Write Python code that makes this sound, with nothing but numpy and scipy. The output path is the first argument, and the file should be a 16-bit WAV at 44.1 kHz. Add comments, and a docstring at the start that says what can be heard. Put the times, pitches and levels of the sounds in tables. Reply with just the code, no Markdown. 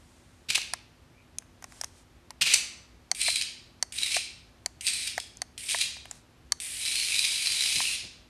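"""Low room air, a faint hum and soft rustles are heard first; then a cat twice stamps and spits a sharp hiss,
and its paw slaps a remote-controlled toy snake that it stalks on the stone floor of a live room.
Small plastic ticks sound nearby. A button clicks close by, five times, each press bringing a raspy hiss,
most likely gears and wheels; the last one is long. Shaped noise makes air, friction and slap,
decaying sines make struck parts, and decaying noise tails make the room."""
import sys
import numpy as np
from scipy import signal
from scipy.fft import rfft, irfft, next_fast_len
from scipy.io import wavfile
from scipy.ndimage import map_coordinates

SR = 44100
rng = np.random.default_rng(int(sys.argv[2]) if len(sys.argv) > 2 else 0)


def waveform_to_disk(signal):
    """Save audio, clipped to [-1, 1], as 16-bit WAV at the path in sys.argv[1]."""
    frames = np.transpose(np.atleast_2d(signal))
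    scaled = np.clip(frames, -1, 1) * 32767
    samples = np.round(scaled).astype(np.int16)
    wavfile.write(sys.argv[1], SR, samples)


N = 365588  # length in samples
# All table levels are relative: each layer's gains are added to them.


def amp(db):
    """Logarithmic level: decibels become an amplitude ratio."""
    return 10 ** (np.asarray(db) / 20)


def unit(x):
    """Power normalisation: scale to rms 1."""
    return x / np.sqrt(np.mean(x ** 2) + 1e-20)


def along(points, hz):
    """Logarithmic frequency scale: interpolate (Hz, value) points on it."""
    f, v = np.transpose(points)
    return np.interp(np.log(hz + 1), np.log(f), v)


def seconds(length):
    """Sampling: the time axis of a given length in seconds."""
    return np.arange(round(length * SR)) / SR


def add(track, start_s, sound):
    """Superposition: mix a sound into a track, cut off at the track's end."""
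    part = track[round(start_s * SR):][:len(sound)]
    part += sound[:len(part)]


def wobble(rate):
    """Band-limited random fluctuation: a smooth curve through rate random knots a second."""
    knots = rng.standard_normal(int(N * rate / SR) + 4)
    return map_coordinates(knots, [np.arange(N) * rate / SR])


def noise(colour, gain=1):
    """Spectral shaping: white noise under a gain curve, filtered by a spectrum of unit mean power."""
    size = next_fast_len(N + 4096)
    response = unit(amp(along(colour, np.fft.rfftfreq(size, 1 / SR))))
    white = gain * rng.standard_normal(N)
    return irfft(rfft(white, size) * response, size)[:N]


def envelope(start, length, attack, release):
    """Exponential relaxation: one attack, hold and release, all in seconds."""
    t = np.maximum(np.arange(N) / SR - start, 0)
    rise = 1 - np.exp(-t / attack)
    return rise * np.exp(-np.maximum(t - length, 0) / release)


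def swell(peak_s, half_length):
    """Gaussian envelope: a bell-shaped rise and fall around its peak."""
    return np.exp(-((np.arange(N) / SR - peak_s) / half_length) ** 2)


def ring(modes):
    """Modal decay: damped sines (pitch_hz, level_db, t60_s), each level varied a little, with a peak of 1."""
    t = seconds(.1)
    x = np.zeros(len(t))
    for k, (hz, db, t60) in enumerate(modes):
        decay = amp(db + rng.normal(0, 1) - 60 * t / t60)
        x += (-1) ** k * decay * np.sin(2 * np.pi * hz * t)  # alternating polarity
    return x / np.abs(x).max()


# spectrum of the room air: pitch_hz, density_db (per Hz)
AIR_COLOUR = [(22, -31.5), (36, -13), (60, 0), (80, -3), (110, -6), (172, -12), (270, -16.5), (344, -13),
              (420, -18.5), (700, -20.5), (1400, -24), (3300, -28.5), (5700, -33), (13000, -41.5)]
# soft rustles of movement: peak_s, half_length_s, level_db
RUSTLES = [(.1, 0.46, -61.5), (1.793, 0.12, -51.5), (1.99, 0.042, -56.5), (6.143, 0.06, -51)]
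# spectrum of the rustles: pitch_hz, density_db (per Hz)
RUSTLE_COLOUR = [(500, -0.5), (2500, -3), (5500, -1), (9000, 1), (11000, -10), (13000, -16)]


def background(air_db=-57.5, hum_db=-69, hum_hz=248, rustle_db=-5):
    """Broadband and tonal noise: low room air, a faint appliance hum and rustling movement."""
    drift = .3 * wobble(3.8)  # phase in radians
    hum = np.sqrt(2) * np.sin(2 * np.pi * hum_hz * np.arange(N) / SR + drift)
    movement = sum(amp(db) * swell(peak_s, half_length) for peak_s, half_length, db in RUSTLES)
    rustle = noise(RUSTLE_COLOUR, movement * amp(rustle_db + 0.62 * wobble(36)))
    return amp(air_db) * noise(AIR_COLOUR) + amp(hum_db) * hum + rustle


# the cat's pushes of air, two to a spit: start_s, length_s, level_db
PUSHES = [(0.486, 0.048, -31), (.546, 0.01, -24), (2.41, 0.0077, -18.5), (2.455, 0.1, -22.5)]
# hard, broad bursts in the spits; the last, brightest one is the paw slapping the toy:
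# start_s, level_db, length_s, bright_db
BURSTS = [(0.501, -19, 0.0097, -30), (0.552, -19.5, .011, -23.5), (.615, -28, 0.0048, -48),
          (2.42, -19, 0.011, -41.5), (2.5366, -18, 0.011, -13)]
# spectrum of the spits and bursts: pitch_hz, density_db (per Hz)
SPIT_COLOUR = [(150, -27.5), (700, -18.5), (1300, -15.5), (1900, -7), (2500, 6.5), (3300, 0), (4200, 3),
               (5200, -2), (6500, -6.5), (8000, -7), (9600, -8), (10800, -22.5), (13000, -16)]
# bright spectrum of spits, bursts, plastic cracks and spring snaps: pitch_hz, density_db (per Hz)
BRIGHT_COLOUR = [(400, -28), (1500, -21), (2500, -6.5), (4000, -6.5), (6000, 6.5), (8000, 2), (10000, 2),
                 (11500, -14), (13000, -15.5)]
PUSH_ATTACK_S, PUSH_RELEASE_S = 0.0016, 0.018  # time constants of a push


def spits_and_slap(flow_db=-3, burst_db=-1, burst_treble_db=-2, flow_treble_db=-13, flutter_db=2.5):
    """Turbulent jet noise and impact: air forced through the cat's open mouth, with hard, broad bursts;
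    the last, brightest burst is the paw slapping the toy."""
    t, bursts, burst_treble = seconds(.08), np.zeros(N), np.zeros(N)
    for start_s, db, length, bright_db in BURSTS:
        shape = (1 - np.exp(-t / 0.0007)) * np.exp(-(t / length) ** 4)
        add(bursts, start_s, amp(db + burst_db) * shape)
        add(burst_treble, start_s, amp(bright_db + burst_treble_db) * shape)
    flow = np.zeros(N)
    for start_s, length, db in PUSHES:
        flow += amp(db) * envelope(start_s, length, PUSH_ATTACK_S, PUSH_RELEASE_S)
    stream = amp(flow_db) * flow * unit(amp(flutter_db * wobble(350)))
    # stream and bursts add in power
    main = noise(SPIT_COLOUR, np.hypot(stream, bursts))
    treble = noise(BRIGHT_COLOUR, np.hypot(amp(flow_treble_db) * stream, burst_treble))
    return main + treble


# paws landing: start_s, level_db
PAWS = [(0.487, -33), (2.41, -28.5), (7.754, -27), (8.033, -31)]


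def paws():
    """Damped impact: soft pads thud on the stone as short bursts of low noise."""
    t, thuds = seconds(0.13), np.zeros(N)
    for start_s, db in PAWS:
        add(thuds, start_s, amp(db - 9.5) * (1 - np.exp(-t / 0.0069)) * np.exp(-t / 0.019))
    return thuds * noise([(40, -27.5), (90, -1.5), (170, -5.0), (350, -14.5), (900, -27), (3000, -46.5)])


# small plastic ticks nearby: start_s, level_db, pitch_hz, knock_db
TICKS = [(0.578, -20, 2500, -21.5), (.736, -12, 4670, -16.5), (1.3849, -14, 9200, -48),
         (1.422, -66, 4000, -43), (1.6241, -37, 6200, -31), (1.642, -25, 5370, -30),
         (1.722, -39, 4770, -38.5), (1.813, -14.5, 5340, -29.5), (1.837, -27, 3100, -26.5),
         (1.844, -18, 5700, -33), (2.306, -27.5, 4380, -27.5), (5.371, -31.5, 6980, -60.5),
         (5.968, -50, 3980, -36), (6.055, -32, 2740, -34), (6.112, -18.5, 7030, -33.5)]
# dull spectrum of the knocks: pitch_hz, density_db (per Hz)
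KNOCK_COLOUR = [(150, -32.5), (450, -20), (750, -3.5), (1300, -8.5), (2000, -7), (3500, -24.5)]


def ticks(crack_db=-5, knock_db=-5, tick_t60=0.0029, crack_life=0.0014, knock_life=0.0029):
    """Heavily damped impact: small plastic parts give a crack, a dead ring and a duller knock."""
    t, pings, bright, dull = seconds(.03), np.zeros(N), np.zeros(N), np.zeros(N)
    rise = 1 - np.exp(-t / 0.00036)
    for start_s, db, hz, low_db in TICKS:
        dead_ring = ring([(hz, 0, tick_t60), (1.15 * hz, -3, tick_t60)])
        add(pings, start_s, amp(db - 5.0) * dead_ring)
        add(bright, start_s, amp(db + crack_db) * rise * np.exp(-t / crack_life))
        add(dull, start_s, amp(low_db + knock_db) * rise * np.exp(-t / knock_life))
    return pings + noise(BRIGHT_COLOUR, bright) + noise(KNOCK_COLOUR, dull)


# the button, pressed and let go in turn: start_s, spring_db, case_db, case_pitch_hz (main mode)
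CLICKS = [(3.115, -9.5, -18.5, 752), (3.2836, -33, -18.5, 690), (3.8264, -10, -20.5, 748),
          (4.1663, -17.5, -17, 730), (4.6608, -14.5, -23, 740), (5.1791, -22, -15.5, 730),
          (5.4184, -16, -22.5, 757), (5.746, -33, -16.5, 703), (6.5214, -7, -20, 1170),
          (7.8043, -33, -21, 1040)]
# modes of the button's spring: pitch_hz, level_db, share of SPRING_T60_S
SPRING = [(3130, -15, 0.99), (4445, 1.5, 1), (5000, -7.5, 0.75), (5630, -2.5, 0.77), (6390, 2.5, 0.66),
          (7100, -8.5, 0.75), (8500, 1, 0.3), (9200, -44.5, 0.41)]
# further modes of the button's case: pitch_hz, level_db, t60_s
CASE = [(585, -4, 0.0053), (970, -13.5, 0.036), (1456, -17.5, 0.019), (1778, 5.5, 0.0066), (2143, 4, 0.009)]
CASE_T60_S, SPRING_T60_S = .024, .015  # ring times of the main case mode and the spring


def button(snap_db=-8, snap_life=0.0016, knock_db=-13, knock_life=0.0046):
    """Modal excitation: the spring snaps brightly when pressed; on release mostly the hollow case knocks."""
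    t, body, snaps, knocks = seconds(.03), np.zeros(N), np.zeros(N), np.zeros(N)
    spring = [(hz, db, share * SPRING_T60_S) for hz, db, share in SPRING]
    for start_s, spring_db, case_db, hz in CLICKS:
        case = [(hz, 0, CASE_T60_S)] + CASE
        add(body, start_s, amp(spring_db) * ring(spring) + amp(case_db) * ring(case))
        add(snaps, start_s, amp(spring_db + snap_db) * np.exp(-t / snap_life))
        add(knocks, start_s, amp(case_db + knock_db) * np.exp(-t / knock_life))
    # a small case radiates no bass
    body = signal.sosfilt(signal.butter(2, 480, "high", fs=SR, output="sos"), body)
    return body + noise(BRIGHT_COLOUR, snaps) + noise(KNOCK_COLOUR, knocks)


# the toy's runs: start_s, length_s, spin_up_s, gear_db, wheel_db, shell_ring_db, fizz_db
RUNS = [(3.148, 0.25, 0.042, -35.5, -34.5, 4, -19.5), (3.923, 0.25, .045, -33.5, -34.5, 1, -14),
        (4.809, 0.27, 0.044, -36.5, -35, 2.5, -19), (5.578, 0.27, .105, -33.5, -35, 2, -8),
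        (6.601, 1.352, .23, -29, -33, 2.5, -1.5)]
# the gears strain as the body swings over: peak_s, half_length_s, rise_db
STRAINS = [(3.21, 0.02, 7.5), (3.282, 0.039, 10), (4.163, .028, 8.5), (4.873, 0.023, 8), (4.96, 0.018, 3.5),
           (5.083, 0.014, 10), (5.718, 0.023, 9), (5.817, 0.01, 9), (7.711, 0.13, 2.5)]
WHEEL_FOLLOWS = 0.91  # share of a strain's dB rise that the wheels follow
GEAR_START_DB, WHEEL_START_DB, RING_START_DB = -11, -3, -6  # at standstill, relative to full speed
SHELL_START_PITCH = .93  # ratio at standstill
SPIN_UP_STEEPNESS = 2.99  # exponent: the motor picks up slowly, then quickly
SWITCH_S, GEAR_COAST_S, WHEEL_STOP_S, RING_FADE_S = 0.0056, 0.051, 0.0047, .03  # time constants
BEND_SWING, BEND_RATE = .022, 7  # the bending body's random pitch swing: ratio, knots a second


def motor():
    """Rotational inertia: runs spin up, hold and coast, giving gear, wheel, fizz and ring gains and pitch ratio."""
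    t = np.arange(N) / SR
    gears, wheels, fizz, ringing, shift = np.zeros((5, N))
    for start_s, length, spin_up, gear_db, wheel_db, ring_db, fizz_db in RUNS:
        running = t >= start_s  # lasts until the next run takes over
        lag = np.exp(-(np.maximum(t - start_s, 0) / spin_up) ** SPIN_UP_STEEPNESS)  # 1 still, 0 full speed
        gear_envelope = envelope(start_s, length, SWITCH_S, GEAR_COAST_S)
        wheel_envelope = envelope(start_s, length, SWITCH_S, WHEEL_STOP_S)
        ring_envelope = envelope(start_s, length, SWITCH_S, RING_FADE_S)
        gears += amp(gear_db + GEAR_START_DB * lag) * gear_envelope
        wheels += amp(wheel_db + WHEEL_START_DB * lag) * wheel_envelope
        fizz = np.where(running, amp(fizz_db), fizz)
        ringing = np.where(running, amp(ring_db + RING_START_DB * lag) * ring_envelope, ringing)
        shift = np.where(running, SHELL_START_PITCH ** lag, shift)
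    strain_db = sum(db * swell(peak_s, half_length) for peak_s, half_length, db in STRAINS)
    gears = gears * amp(strain_db)
    wheels = wheels * amp(WHEEL_FOLLOWS * strain_db)
    return gears, wheels, fizz, ringing, shift * (1 + BEND_SWING * wobble(BEND_RATE))


SHELL_DRIFT = .015  # quick waver of the shell's pitch (ratio)


def narrow(hz, width):
    """Narrow-band resonance: randomly modulated quadrature carriers, their pitch wavering a little."""
    phase = 2 * np.pi * np.cumsum(hz * (1 + SHELL_DRIFT * wobble(14))) / SR
    return wobble(width) * np.cos(phase) + wobble(width) * np.sin(phase)


# the loudest catches of the gears and joints: start_s, level_db
CATCHES = [(3.215, -10.5), (3.358, -10.5), (3.368, -20), (3.412, -11.5), (3.421, -11.5), (3.984, -18),
           (4.032, -11.5), (4.062, -13.5), (4.117, -14), (4.867, -12.5), (4.873, -14.5), (4.883, -12.5),
           (4.934, -15), (5.2, -16), (5.698, -15), (5.729, -21), (5.786, -18), (6.863, -27), (6.955, -13),
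           (7.191, -14), (7.25, -12)]
# resonances of the toy's shell: pitch_hz, width_hz, level_db
SHELL = [(2476, 450, -11), (4022, 420, -6), (4870, 790, -11.5)]
# single narrow bands of the shell that swell up: peak_s, half_length_s, pitch_hz, width_hz, level_db
SINGS = [(1.187, .04, 2425, 348, -66.5), (7.493, 0.14, 4590, 393, -40), (7.881, 0.042, 2695, 447, -30.5)]
# spectrum of the gears' rasp: pitch_hz, density_db (per Hz)
GEAR_COLOUR = [(300, -36), (1000, -28), (1450, -23), (1900, -12), (2350, -3), (3100, 0), (4050, -1.5),
               (5000, -1.5), (6000, -4.5), (7500, -7.5), (9000, -26), (13000, -43)]
# spectrum of the wheels' hiss: pitch_hz, density_db (per Hz)
WHEEL_COLOUR = [(1000, -30), (2400, 1), (5000, -32), (7600, -4), (8550, 5.5), (9300, 1), (10200, -4.5),
                (11200, -12.5), (13000, -16)]
# spectrum of the wheels' finest fizz: pitch_hz, density_db (per Hz)
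FIZZ_COLOUR = [(3000, -20.5), (8000, -2), (10000, 6), (10900, -2), (11400, -5.5), (13000, -13.5)]
CATCH_LIFE_S, TOOTH_LIFE_S = .0027, .0016  # decay times of a joint's catch and of one gear tooth
JOLT_DB = -19.5  # level of the jolt that starts every run, on the scale of CATCHES


def toy(rasp_db=-5.5, hiss_db=-5.0, catch_db=-11, chatter=1.0, swell_db=3):
    """Friction and random impacts: gear teeth chatter over a smooth hiss, joints catch, the shell resonates."""
    t = seconds(.03)
    gears, wheels, fizz, ringing, shift = motor()
    # on average 170 tooth impacts a second, of uneven strength
    teeth = (rng.random(N) < 170 / SR) * amp(6.0 * np.clip(rng.standard_normal(N), -2, 2))
    grain = unit(1 + chatter * signal.fftconvolve(teeth, np.exp(-t / TOOTH_LIFE_S))[:N])
    snag = (1 - np.exp(-t / .0005)) * np.exp(-t / CATCH_LIFE_S)
    jolts = [(run[0], JOLT_DB) for run in RUNS]
    catches = np.zeros(N)
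    for start_s, db in CATCHES + jolts:
        add(catches, start_s, amp(db + catch_db) * snag)
    drive = amp(rasp_db) * gears * grain + catches
    rasp = noise(GEAR_COLOUR, drive)
    for hz, width, db in SHELL:  # the resonances rise and swell as the motor gains speed
        resonance = narrow(hz * shift, width)
        rasp += drive * ringing * amp(db + swell_db * wobble(22)) * resonance
    for peak_s, half_length, hz, width, db in SINGS:
        rasp += amp(db) * swell(peak_s, half_length) * grain * narrow(hz, width)
    rolling = amp(hiss_db) * wheels * np.sqrt(grain) + 0.77 * catches
    return rasp + noise(WHEEL_COLOUR, rolling) + noise(FIZZ_COLOUR, fizz * rolling)


# reverberation of the room: pitch_hz, t60_s
ROOM = [(200, 0.95), (1000, 0.85), (2500, 0.54), (5000, 0.56), (9000, 0.4), (13000, 0.32)]


def room(x, count=20):
    """Reverberant decay: the treble dies first, and the echo keeps changing as it passes from tail to tail."""
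    hz, t, z = signal.stft(rng.standard_normal((count, SR)), SR, nperseg=256)
    decay = amp(-60 * t / along(ROOM, hz)[:, None])
    tails = signal.istft(z * decay, SR, nperseg=256)[1]
    tails = np.pad(tails / np.linalg.norm(tails[0]), ((0, 0), (round(.008 * SR), 0)))  # 8 ms delay
    turn = (np.arange(N) / (SR // 100) - np.arange(count)[:, None]) % count  # a new tail every 10 ms
    shares = np.sin(np.pi / 2 * np.minimum(turn, 2))  # equal-power hand-over from tail to tail
    return signal.fftconvolve(x * shares, tails, axes=1).sum(axis=0)[:N]


def scene(cat_wet_db=-7.5, toy_wet_db=-4, near_wet_db=-28):
    """Direct-to-reverberant ratio: cat and toy are out in the room; the clicks are close and almost dry."""
    cat, snake, near = spits_and_slap(), toy(), button() + ticks()
    echo = room(amp(cat_wet_db) * cat + amp(toy_wet_db) * snake + amp(near_wet_db) * near)
    return cat + snake + near + paws() + echo + background()


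TOP_HZ = 13150  # the recorder's band limit


def record(dry):
    """Band limitation: a very steep low-pass leaves almost nothing above the recorder's limit."""
    size = next_fast_len(N + 4096)
    hz = np.fft.rfftfreq(size, 1 / SR)
    response = 1 / np.sqrt(1 + (hz / TOP_HZ) ** 140)
    return irfft(rfft(np.atleast_2d(dry), size) * response, size)[:, :N]


dry = scene()
out = record(dry)
waveform_to_disk(out)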